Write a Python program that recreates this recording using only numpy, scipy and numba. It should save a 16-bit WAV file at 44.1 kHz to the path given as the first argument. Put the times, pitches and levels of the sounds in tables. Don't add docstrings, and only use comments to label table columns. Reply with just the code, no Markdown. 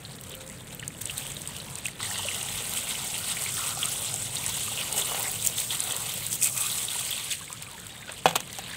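import sys
import numpy as np
from scipy import signal
from scipy.fft import rfft, irfft
from scipy.io import wavfile
from numba import njit

SR = 44100
rng = np.random.default_rng(int(sys.argv[2]) if len(sys.argv) > 2 else 0)


def dump(signal):
    limited = np.clip(np.atleast_2d(signal).T, -1, 1)
    pcm = np.round(limited * 32767).astype(np.int16)
    wavfile.write(sys.argv[1], SR, pcm)


N = 386316


def from_db(db):
    return 10 ** (np.asarray(db) / 20)


def rms_one(x):
    return x / np.sqrt(np.mean(x ** 2) + 1e-20)


def noise():
    return rng.standard_normal(N)


def in_time(rows):
    s, *columns = np.transpose(rows)
    return [np.interp(np.arange(N) / SR, s, column) for column in columns]


def drift(rate_hz, count=1):
    r = np.exp(-2 * np.pi * rate_hz * 16 / SR)
    raw = rng.standard_normal((count, N // 16 + 2002))
    slow = signal.lfilter([1], [1, -2 * r, r * r], raw)[:, 2000:]
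    return np.array([np.interp(np.arange(N) / 16, np.arange(len(v)), rms_one(v)) for v in slow])


def band(x, low_hz, high_hz):
    return signal.sosfilt(signal.butter(2, [low_hz, high_hz], "band", fs=SR, output="sos"), x)


def peaks(x, table):
    for hz, width_hz, db in table:
        a, w = from_db(db / 2), 2 * np.pi * hz / SR
        q = np.pi * width_hz / SR
        top = [1 + q * a, -2 * np.cos(w), 1 - q * a]
        bottom = [1 + q / a, -2 * np.cos(w), 1 - q / a]
        x = signal.lfilter(top, bottom, x)
    return x


def ring(force, hz, t60):
    r, w = from_db(-60 / (t60 * SR)), 2 * np.pi * hz / SR
    return signal.lfilter([0, np.sin(w)], [1, -2 * r * np.cos(w), r * r], force + 1e-18)


@njit
def add(out, at, size, hz, t60, rise, sr):
    for k in range(len(at)):
        n = min(int(t60[k] * sr), len(out) - at[k])
        for i in range(n):
            t = i / sr
            phase = 2 * np.pi * hz[k] * t * (1 + .5 * rise * t / t60[k])
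            out[at[k] + i] += size[k] * np.sin(phase) * min(t * hz[k], 1.) * 1000. ** (-t / t60[k])


def bursts(at_s, db, t60):
    out = np.zeros(N)
    for s, gain, t in zip(at_s, from_db(db), np.clip(t60, .002, .3)):
        tail = gain * 1000. ** -(np.arange(int(t * SR)) / (t * SR))
        i = int(s * SR)
        out[i:i + len(tail)] += tail[:N - i]
    return out


def glides(table, flutter_db, rate_hz):
    out, flutter = np.zeros(N), from_db(flutter_db * drift(rate_hz)[0])
    for start_s, end_s, start_hz, end_hz, db in table:
        i, n = int(start_s * SR), int((end_s - start_s) * SR)
        fade = np.sqrt(2 * np.hanning(n))
        phase = 2 * np.pi * np.cumsum(np.linspace(start_hz, end_hz, n)) / SR
        out[i:i + n] += from_db(db) * fade * flutter[i:i + n] * np.sin(phase)
    return out


def gobs(per_s, fade_s):
    lumps = (rng.random(N) < per_s / SR) * rng.exponential(1, N)
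    surge = signal.lfilter([1], [1, -np.exp(-1 / (fade_s * SR))], lumps + 1e-9)
    return rms_one(surge - surge.mean())


SURGE_RISE_S, SURGE_FALL_S = 0.035, 0.054
# peak_s [s], spray_gain_db [dB], splash_gain_db [dB] (the gurgling takes a share of this one)
SURGES = [(.33, 1, 9), (.84, 3, 10), (1.06, -1, 5), (1.188, 5, 6.5), (1.86, 7, 7), (2.1, 3, -2.5),
          (2.77, 4, 1), (2.908, 3.5, 4.5), (3.29, 5.5, 5), (3.52, 0, -5), (3.57, 1.5, -1.5),
          (3.75, -5.5, -6.5), (4.07, 0.5, 3), (4.3, -4, -4), (4.4, -0.5, 1), (4.81, 1.5, 5),
          (4.981, 8.5, 4), (5.464, 5, 4), (5.59, 4, 4), (5.68, -2, -6), (5.72, 3, 7.5), (6.33, 8.5, -2),
          (6.434, 12.5, 1.5), (6.47, 3, 5), (6.519, -2, -13), (6.87, -5, -8), (7.11, 0.5, 1), (7.321, 8, 7),
          (8.04, -2.5, -1), (8.57, 3, 1.5)]


def surges():
    rise, fall = int(SURGE_RISE_S * SR), int(SURGE_FALL_S * SR)
    swell = np.r_[np.hanning(2 * rise)[:rise], np.hanning(2 * fall)[fall:]]
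    out = np.zeros((2, N))
    for s, spray_db, splash_db in SURGES:
        i = int(s * SR) - rise
        out[:, i:i + len(swell)] += np.outer([spray_db, splash_db], swell)
    return out


def droplets(gobs_db, centre_hz, edges_hz, per_s, cycles, spread_db, patchy_db, patch_rate,
             db_per_octave, hiss, thick):
    out, patches = np.zeros(N), drift(patch_rate, count=len(edges_hz) - 1)
    for low, high, patch in zip(edges_hz, edges_hz[1:], patches):
        octaves_off = np.abs(np.log2(np.sqrt(low * high) / centre_hz))
        crowd = from_db(gobs_db + patchy_db * patch - db_per_octave * octaves_off)
        at = np.flatnonzero(rng.random(N) < per_s * crowd / SR)
        draw = rng.random((len(at), 3))
        hz = low * (high / low) ** draw[:, 0]
        size = from_db(-spread_db * np.log(np.maximum(draw[:, 1], .01))) * np.sign(draw[:, 2] - .5)
        rings = np.zeros(N)
        add(rings, at, size * np.sqrt(crowd[at]), hz, cycles / hz, .2, SR)
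        fine = thick * crowd * band(noise(), low, high)
        level = np.sqrt(np.mean(crowd ** 2) * (high - low))
        out += level * (rms_one(rings) + hiss * rms_one(fine))
    return rms_one(out)


CRACKLE_PER_S, CRACKLE_SPREAD_DB = 260, 4
# [dB, relative]
CRACKLE_BANDS = [(3000, 4400, -6), (5000, 6600, 0.5), (6600, 7800, 1), (7700, 9100, 0), (9300, 10600, -2),
                 (12400, 19000, 1)]


def crackle(gobs_db):
    born = rng.random(N) < CRACKLE_PER_S * from_db(gobs_db) / SR
    size = from_db(CRACKLE_SPREAD_DB * np.minimum(rng.exponential(1, N), 3)) * rng.choice([-1, 1], N)
    kind = rng.integers(0, len(CRACKLE_BANDS), N)
    out = np.zeros(N)
    for k, (low, high, db) in enumerate(CRACKLE_BANDS):
        out += from_db(db) * band(born * size * (kind == k) + 1e-18, low, high)
    return rms_one(out)


HOLLOW_FADE_S = 0.014
# start_s [s], end_s [s], pitch_hz [Hz], width_hz [Hz], gain_db [dB]; a row ending before its start is silent
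HOLLOW = [(1.99, 5.3, 1690, 110, -16), (1.99, 2.7, 1890, 200, 4), (1.99, 2.4, 2400, 250, -10),
          (2.1, 2.5, 2900, 250, 6), (2.6, 7.3, 2357, 167.4, -3), (3.46, 3.56, 2200, 500, 5),
          (3.57, 3.9, 1310, 500, 9), (3.62, 4.2, 1990, 300, -4), (4.67, 4.5, 750, 302, 8.5),
          (4.75, 5.2, 2960, 202, 6), (4.75, 5.3, 3470, 150, 0), (4.75, 5.3, 3220, 120, -5),
          (4.8, 4.4, 1500, 250, 5), (5.08, 5.3, 596, 400, 4), (5.22, 5.29, 2050, 250, 12),
          (5.3, 7.3, 1680, 200, -9), (6.4, 6.7, 2500, 200, 9), (6.55, 7.2, 3660, 400, -1),
          (6.4, 6.7, 1240, 200, 8)]


def hollow(x):
    t = np.arange(N) / SR
    for start_s, end_s, *peak in HOLLOW:
        share = np.clip(np.minimum(t - start_s, end_s - t) / HOLLOW_FADE_S, 0, 1)
        x = x + share * (peaks(x, [peak]) - x)
    return x


GURGLE_WANDER = .15
THIN_DB, THIN_LUMPS = -38., .07
CRACKLE_DB = -5.5
# time_s [s], spray_db [dB], splash_db [dB], gurgle_db [dB], gurgle_centre_hz [Hz]
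WATER = [(0.0, -49, -49.5, -51.5, 649), (.9, -50.5, -51, -53.5, 550), (1.006, -48, -55, -53, 600),
         (1.012, -38.5, -38, -47, 800), (1.035, -44, -47.5, -54, 800), (1.15, -42, -43.5, -49, 850),
         (1.75, -45, -45, -49, 712), (1.988, -51, -46.5, -52, 809), (1.997, -42.5, -37, -43, 1300),
         (2.04, -37, -36, -42, 1210), (2.3, -38, -39.5, -43, 671), (3.3, -36.5, -37.5, -43, 830),
         (3.62, -33.5, -36, -42, 1260), (3.8, -33, -37.5, -42.5, 854), (4.25, -36.5, -39, -44, 803),
         (4.62, -34, -37, -45, 842), (4.78, -37, -38, -40, 850), (5.28, -34, -36, -40.5, 800),
         (5.4, -37, -42, -46, 646), (5.65, -36.5, -39, -45.5, 755), (5.9, -38, -38.5, -39.5, 635),
         (6.15, -37, -37.5, -43, 676), (6.4, -40, -42.5, -52, 720), (6.6, -31.5, -36.5, -43.5, 1070),
         (7.2, -37, -36.5, -44.5, 1010), (7.36, -42, -41.5, -57.5, 1027), (7.55, -45, -45, -54, 1177),
         (7.75, -48.5, -46, -52, 950), (8.0, -47, -45, -52.5, 837), (8.45, -47.5, -44.5, -51.5, 812),
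         (8.76, -44.5, -39, -48.5, 1000)]
# time_s [s], level_db [dB]
MIST = [(0, -1), (.7, -2), (1.3, -1), (2.2, -4.5), (2.7, 0.5), (3.0, -2.5), (3.6, -2.5), (4.3, -4),
        (5.0, 0), (6.3, 1.5), (6.9, -1.5), (7.5, -2.5), (8.76, -2.5)]


def water():
    spray_db, splash_db, gurgle_db, centre_hz = in_time(WATER)
    mist_db = in_time(MIST)[0]
    high_db, low_db = surges()
    gurgle_hz = centre_hz * 2 ** (GURGLE_WANDER * drift(6.)[0])
    lumpy = 1 + THIN_LUMPS * np.maximum(THIN_DB - spray_db, 0)
    gobs_db = lumpy * (.8 * gobs(80., .01) + .6 * drift(150.)[0])
    mist = droplets(gobs_db, 14000., np.geomspace(10500., 17000., num=3), per_s=300., cycles=2.8,
                    spread_db=1.3, patchy_db=1.9, patch_rate=40., db_per_octave=0.1,
                    hiss=0.87, thick=1 / lumpy)
    spray = droplets(gobs_db, 8000., np.geomspace(4800., 10500., num=7), per_s=220., cycles=10.0,
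                     spread_db=3.2, patchy_db=3.0, patch_rate=35., db_per_octave=0.1,
                     hiss=1.0, thick=1 / lumpy)
    splash = droplets(gobs_db, 3000., np.geomspace(1500., 4900., num=9), per_s=90., cycles=22.5,
                      spread_db=2.6, patchy_db=2.4, patch_rate=18., db_per_octave=1.4,
                      hiss=0.99, thick=1 / lumpy)
    gurgle = droplets(.7 * gobs_db, gurgle_hz, np.geomspace(380., 1550., num=8), per_s=40., cycles=16.0,
                      spread_db=1.6, patchy_db=2.8, patch_rate=8.0, db_per_octave=4.0,
                      hiss=1.43, thick=1)
    fine = spray + from_db(CRACKLE_DB) * crackle(gobs_db) + from_db(mist_db) * mist
    fine = from_db(spray_db + high_db) * fine
    coarse = from_db(splash_db + low_db) * splash + from_db(gurgle_db + 0.47 * low_db) * gurgle
    return fine + hollow(coarse)


# [dB, relative]
TRAFFIC = [(18, -42), (30, -16), (48, -3), (68, -9.5), (100, 0), (131, 1.5), (160, -1.5), (333, -13.5),
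           (421, -13.5), (478, -12), (945, -25), (1400, -22), (2200, -23), (2860, -32), (4840, -120)]
# time_s [s], level_db [dB]
TRAFFIC_DB = [(0.0, -43), (0.83, -41.5), (1.32, -41), (2.0, -42), (3.58, -42), (4.5, -41.5), (6.34, -43),
              (7.46, -46.5), (8.76, -44)]


def traffic():
    hz, table = np.fft.rfftfreq(N, 1 / SR) + 1, np.array(TRAFFIC)
    shape = from_db(np.interp(np.log(hz), np.log(table[:, 0]), table[:, 1], right=-90))
    rumble = rms_one(irfft(rfft(noise()) * shape, N))
    return from_db(in_time(TRAFFIC_DB)[0]) * rumble


# start_s [s], level_db [dB], start pitch_hz [Hz]
BUBBLES = [(0.0505, -22.5, 4200), (0.0936, -32, 4140), (0.133, -30, 4410), (0.186, -34, 3940),
           (0.3062, -32, 3400), (0.3446, -32, 3370), (0.4038, -33, 3430), (0.499, -33, 1950),
           (0.6604, -36, 1950), (0.7073, -32.5, 2750), (0.7953, -27, 2950), (0.827, -23, 1850),
           (0.9044, -30.5, 2010), (0.9472, -32.5, 2830), (1.0136, -33, 3300), (1.0966, -17, 2900),
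           (1.18, -22, 3820), (1.2617, -24.5, 2900), (1.3672, -22.5, 3720), (1.601, -20, 4000),
           (1.857, -16.5, 2630), (1.8831, -24, 1980), (1.998, -27, 2950), (2.003, -24, 1190),
           (2.004, -29, 1950), (2.028, -18.5, 3800), (2.031, -26, 1950), (2.05, -26, 2020),
           (2.1101, -23.5, 1800), (2.157, -24.5, 1890), (2.193, -25, 875), (2.25, -27, 600),
           (2.313, -26, 2100), (2.286, -16, 2780), (2.412, -20, 2900), (2.736, -23, 3760),
           (2.9521, -19.5, 2960), (3.1418, -23, 2820), (3.3692, -20.5, 2250), (3.462, -20, 2180),
           (3.5685, -24, 3490), (3.579, -23, 1480), (3.64, -30, 1340), (3.772, -29, 780),
           (3.8304, -12, 3220), (4.0463, -26.5, 3165), (4.3677, -14, 4100), (4.68, -27, 1117),
           (4.715, -29, 790), (4.775, -18.5, 2900), (4.789, -18.5, 2900), (4.811, -17.5, 2920),
           (5.019, -16, 3340), (5.193, -26, 920), (5.256, -18.5, 2045), (5.5832, -15.5, 3550),
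           (5.7063, -14, 3330), (5.909, -17, 3370), (6.422, -19, 2540), (6.6216, -20.5, 3630),
           (6.6653, -22, 3580), (6.7005, -20, 3440), (6.884, -17.5, 3510), (6.955, -29, 900),
           (7.1116, -19, 3430), (7.1277, -18, 3220), (7.3166, -19, 3450), (7.478, -29, 2230),
           (7.503, -30.5, 1080), (7.6251, -32.5, 2280), (7.666, -28, 2340), (7.712, -35.5, 1010),
           (7.779, -30.5, 1760), (8.025, -28, 2030), (8.693, -29, 1780), (8.735, -25.5, 1750)]


def bubbles():
    s, db, hz = np.transpose(BUBBLES)
    out, draw = np.zeros(N), rng.standard_normal((len(s), 3, 2))
    for k in range(3):
        at = ((s + 0.0031 * k * np.abs(draw[:, k, 0])) * SR).astype(np.int64)
        pitch_hz = hz * (1 + 0.069 * k * np.tanh(draw[:, k, 1]))
        add(out, at, from_db(db - 2.5 * k), pitch_hz, 25.3 / hz, .08, SR)
    return out


# start_s [s], end_s [s], start_hz [Hz], end_hz [Hz], level_db [dB]
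HUMS = [(.08, .75, 526, 526, -53), (1.0, 3.2, 92, 94.4, -50.5), (.9, 1.9, 136, 140.9, -47.5),
        (3.7, 5.1, 107, 105.7, -46), (4.2, 5.1, 129.4, 127.4, -48), (5.2, 6.3, 116, 120.1, -50.5),
        (6.15, 6.75, 130.3, 103.4, -45.5)]


def hums():
    return glides(HUMS, 2.3, 2.7)


SNAP_DB = -9
# start_s [s], level_db [dB], level of the tick in the top treble tick_db [dB]
SPLATS = [(0.2114, -26, -21), (0.237, -24.5, -35), (0.295, -27, -22), (0.317, -26, -35), (0.3512, -31, -19),
          (0.465, -30, -38), (0.477, -26, -38), (0.489, -31, -38), (0.4985, -25, -39), (0.748, -36, -18),
          (0.797, -22, -35), (0.879, -14.5, -22), (1.011, -26, -20), (1.0152, -20, -20),
          (1.0185, -18.5, -16), (1.056, -13.5, -33), (1.072, -23, -28), (1.108, -27, -28),
          (1.149, -29, -29.5), (1.1775, -19, -12.5), (1.18, -17, -30), (1.267, -23, -30),
          (1.275, -24, -30.5), (1.318, -19.5, -32), (1.4177, -19.5, -35.5), (1.4744, -16, -25),
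          (1.5656, -19.5, -33), (1.755, -17, -33), (1.7858, -20, -35), (1.8545, -16, -23),
          (1.866, -14.5, -28), (1.8836, -25, -21), (2.03, -19, -21.5), (2.1853, -17, -27),
          (2.346, -18.5, -33), (2.4297, -17, -28), (2.6943, -19, -14), (2.7367, -14, -11.5),
          (3.18, -28, -17), (3.272, -25, -28), (3.4213, -17, -15), (3.438, -17.5, -28), (3.522, -18, -28.5),
          (3.5404, -25, -14), (3.662, -25, -30), (3.75, -17, -28), (3.79, -24, -28), (3.856, -12, -26),
          (4.141, -12, -26.5), (4.1607, -16, -26), (4.356, -11.5, -25), (4.464, -11.5, -22.5),
          (4.48, -14.5, -19), (4.9266, -12.5, -18), (5.014, -13.5, -20), (5.196, -32, -10),
          (5.229, -15, -12), (5.2964, -24, -22), (5.315, -16, -10.5), (5.425, -15.5, -24),
          (5.449, -13, -15.5), (5.464, -10.5, -5), (5.472, -5.5, -3), (5.602, -13.5, -22),
          (5.804, -11, -26), (5.8386, -14.5, -16), (5.909, -21, -24), (5.922, -14.5, -9),
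          (5.965, -14.5, -18), (6.139, -30, -12.5), (6.2654, -13, -16), (6.3286, -10, -18),
          (6.353, -20, -13), (6.415, -12, -20), (6.426, -12, -18), (6.432, -8, -20), (6.444, -5.5, -20),
          (6.472, -12, -22), (6.5774, -11, -14), (6.6672, -13, -21), (6.8511, -15, -26),
          (7.1075, -25.5, -10), (7.324, -12.5, -28), (7.5283, -19, -26), (7.6237, -17.5, -18),
          (7.714, -27, -27.5), (7.7999, -24.5, -33), (7.868, -24.5, -27.5), (8.1206, -23, -36),
          (8.4746, -26, -36)]


def snaps(clicks):
    return 2 * band(clicks + 1e-18, 5700.0, 13500.0)


def splats():
    s, db, tick_db = np.transpose(SPLATS)
    clicks, t60 = np.zeros(N), np.full(len(s), 0.012)
    clicks[(s * SR).astype(int)] = from_db(db + SNAP_DB)
    crack = bursts(s, db, t60) * band(noise(), 5700.0, 10200.0)
    tick = bursts(s, tick_db, t60) * band(noise(), 13300.0, 20000.0)
    return snaps(clicks) + crack + tick


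# start_s [s], end_s [s], start_hz [Hz], end_hz [Hz], level_db [dB]
BIRD = [(.63, 0.682, 8100, 8000, -68), (7.875, 7.96, 3850, 3730, -53), (7.96, 8.06, 3710, 3590, -53)]


def bird():
    return glides(BIRD, 4.0, 50.)


# start_s [s], end_s [s], start_hz [Hz], end_hz [Hz], level_db [dB]
GURGLES = [(1.1, 1.125, 2900, 3000, -50), (7.395, 7.43, 1150, 1070, -50), (7.495, 7.56, 980, 1103, -52),
           (7.51, 7.57, 1213, 1326, -50), (7.645, 7.72, 1196, 1150, -53), (7.725, 7.775, 960, 874, -51),
           (7.885, 7.95, 760, 800, -53.5), (8.005, 8.025, 1760, 1780, -47), (8.035, 8.06, 1540, 1590, -46),
           (8.07, 8.09, 1470, 1490, -45), (8.52, 8.545, 1980, 2000, -46), (8.705, 8.73, 3620, 3550, -45.5)]


def gurgles():
    return glides(GURGLES, 5.5, 120.)


CONTACT_S = 0.00029
CLATTER_WIDTH_HZ, CLATTER_LIFT_DB = 170, 3
# start_s [s], blow_db [dB], clatter_db [dB], grit_db [dB], t60_s [s] of the grit (the clatter lasts longer)
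KNOCKS = [(5.112, -24, -37, -25, 0.016), (5.119, -19, -25, -36, 0.037), (5.146, -23, -18, -30, 0.016),
          (8.093, -47, -23, -53, 0.042), (8.2571, 5.5, -8, -20.5, 0.023), (8.265, -33, -16, -23, 0.026),
          (8.281, -29, -18, -28, 0.02), (8.288, -19, -21, -27, 0.062), (8.309, -19, -21, -25, 0.016),
          (8.327, -24, -32, -30, 0.015), (8.335, -26, -36, -36, 0.008), (8.3545, -17, -12, -22, 0.014),
          (8.357, -13, -11.5, -14, 0.012), (8.3615, -17.5, -9, -7.5, 0.0073),
          (8.366, -20, -21.5, -26, 0.042), (8.392, -30, -38, -50, 0.008), (8.404, -47, -25, -23, 0.018),
          (8.529, -46, -41, -24, 0.015), (8.553, -53, -44, -29, 0.0099), (8.586, -22, -25, -21, 0.014),
          (8.591, -23, -30, -35, 0.015)]
# pitch_hz [Hz], level_db [dB], t60_s [s]
GUARD = [(166, -18, 0.27), (257.5, -19.5, 0.074), (513, -21, 0.13), (647, -18.5, 0.058), (760, -27.5, 0.22),
         (786, -6, 0.026), (967, -14, 0.018), (1045, -30, 0.1), (1429, -25.5, 0.032), (1630, -26, 0.036),
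         (2490, -25, 0.098), (2700, -31, 0.04), (2900, -28, 0.09), (3380, -28, 0.12)]
# pitch_hz [Hz], width_hz [Hz], gain_db [dB]
GRIT_LIFT = [(6170, 1800, 7.5), (9600, 3600, -5.5)]


def knocks():
    s, db, clatter_db, grit_db, t60 = np.transpose(KNOCKS)
    at, body = (s * SR).astype(int), np.zeros(N)
    luck_db = 1.2 * rng.standard_normal((len(s), len(GUARD)))
    shake = 0.006 * bursts(s, db, np.full(len(s), 0.16)) * noise()
    for k, (hz, mode_db, mode_t60) in enumerate(GUARD):
        force = shake.copy()
        force[at] -= from_db(db + luck_db[:, k])
        body += from_db(mode_db) * ring(force, hz, mode_t60)
    push = np.hanning(int(CONTACT_S * SR) + 2)
    body = signal.lfilter(push / push.sum(), [1], body)
    body = band(body, 324.0, 5400.0)
    clatter = bursts(s, clatter_db, 1.97 * t60) * band(noise(), 540.0, 3900.0)
    clatter = 0.73 * peaks(clatter, [(hz, CLATTER_WIDTH_HZ, CLATTER_LIFT_DB) for hz, _, _ in GUARD])
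    grit = peaks(bursts(s, grit_db, t60) * band(noise(), 3900.0, 20000.0), GRIT_LIFT)
    return body + clatter + grit


def scene():
    near = water() + bubbles() + splats() + gurgles() + knocks()
    far = traffic() + hums() + bird()
    return (near + far)[None]


MIC_DB, BASS_CUT_HZ, CUTOFF_HZ = -3, 40, 15650
# pitch_hz [Hz], width_hz [Hz], gain_db [dB]
MIC = [(3470, 2100, 5.5), (8260, 1780, 9), (16400, 12000, -2), (5120, 2380, -5.5)]


def record(dry):
    x = peaks(dry * from_db(MIC_DB), MIC)
    x = signal.sosfilt(signal.butter(10, BASS_CUT_HZ, "high", fs=SR, output="sos"), x)
    return signal.sosfilt(signal.ellip(10, .5, 70, CUTOFF_HZ, fs=SR, output="sos"), x)


dry = scene()
out = record(dry)
dump(out)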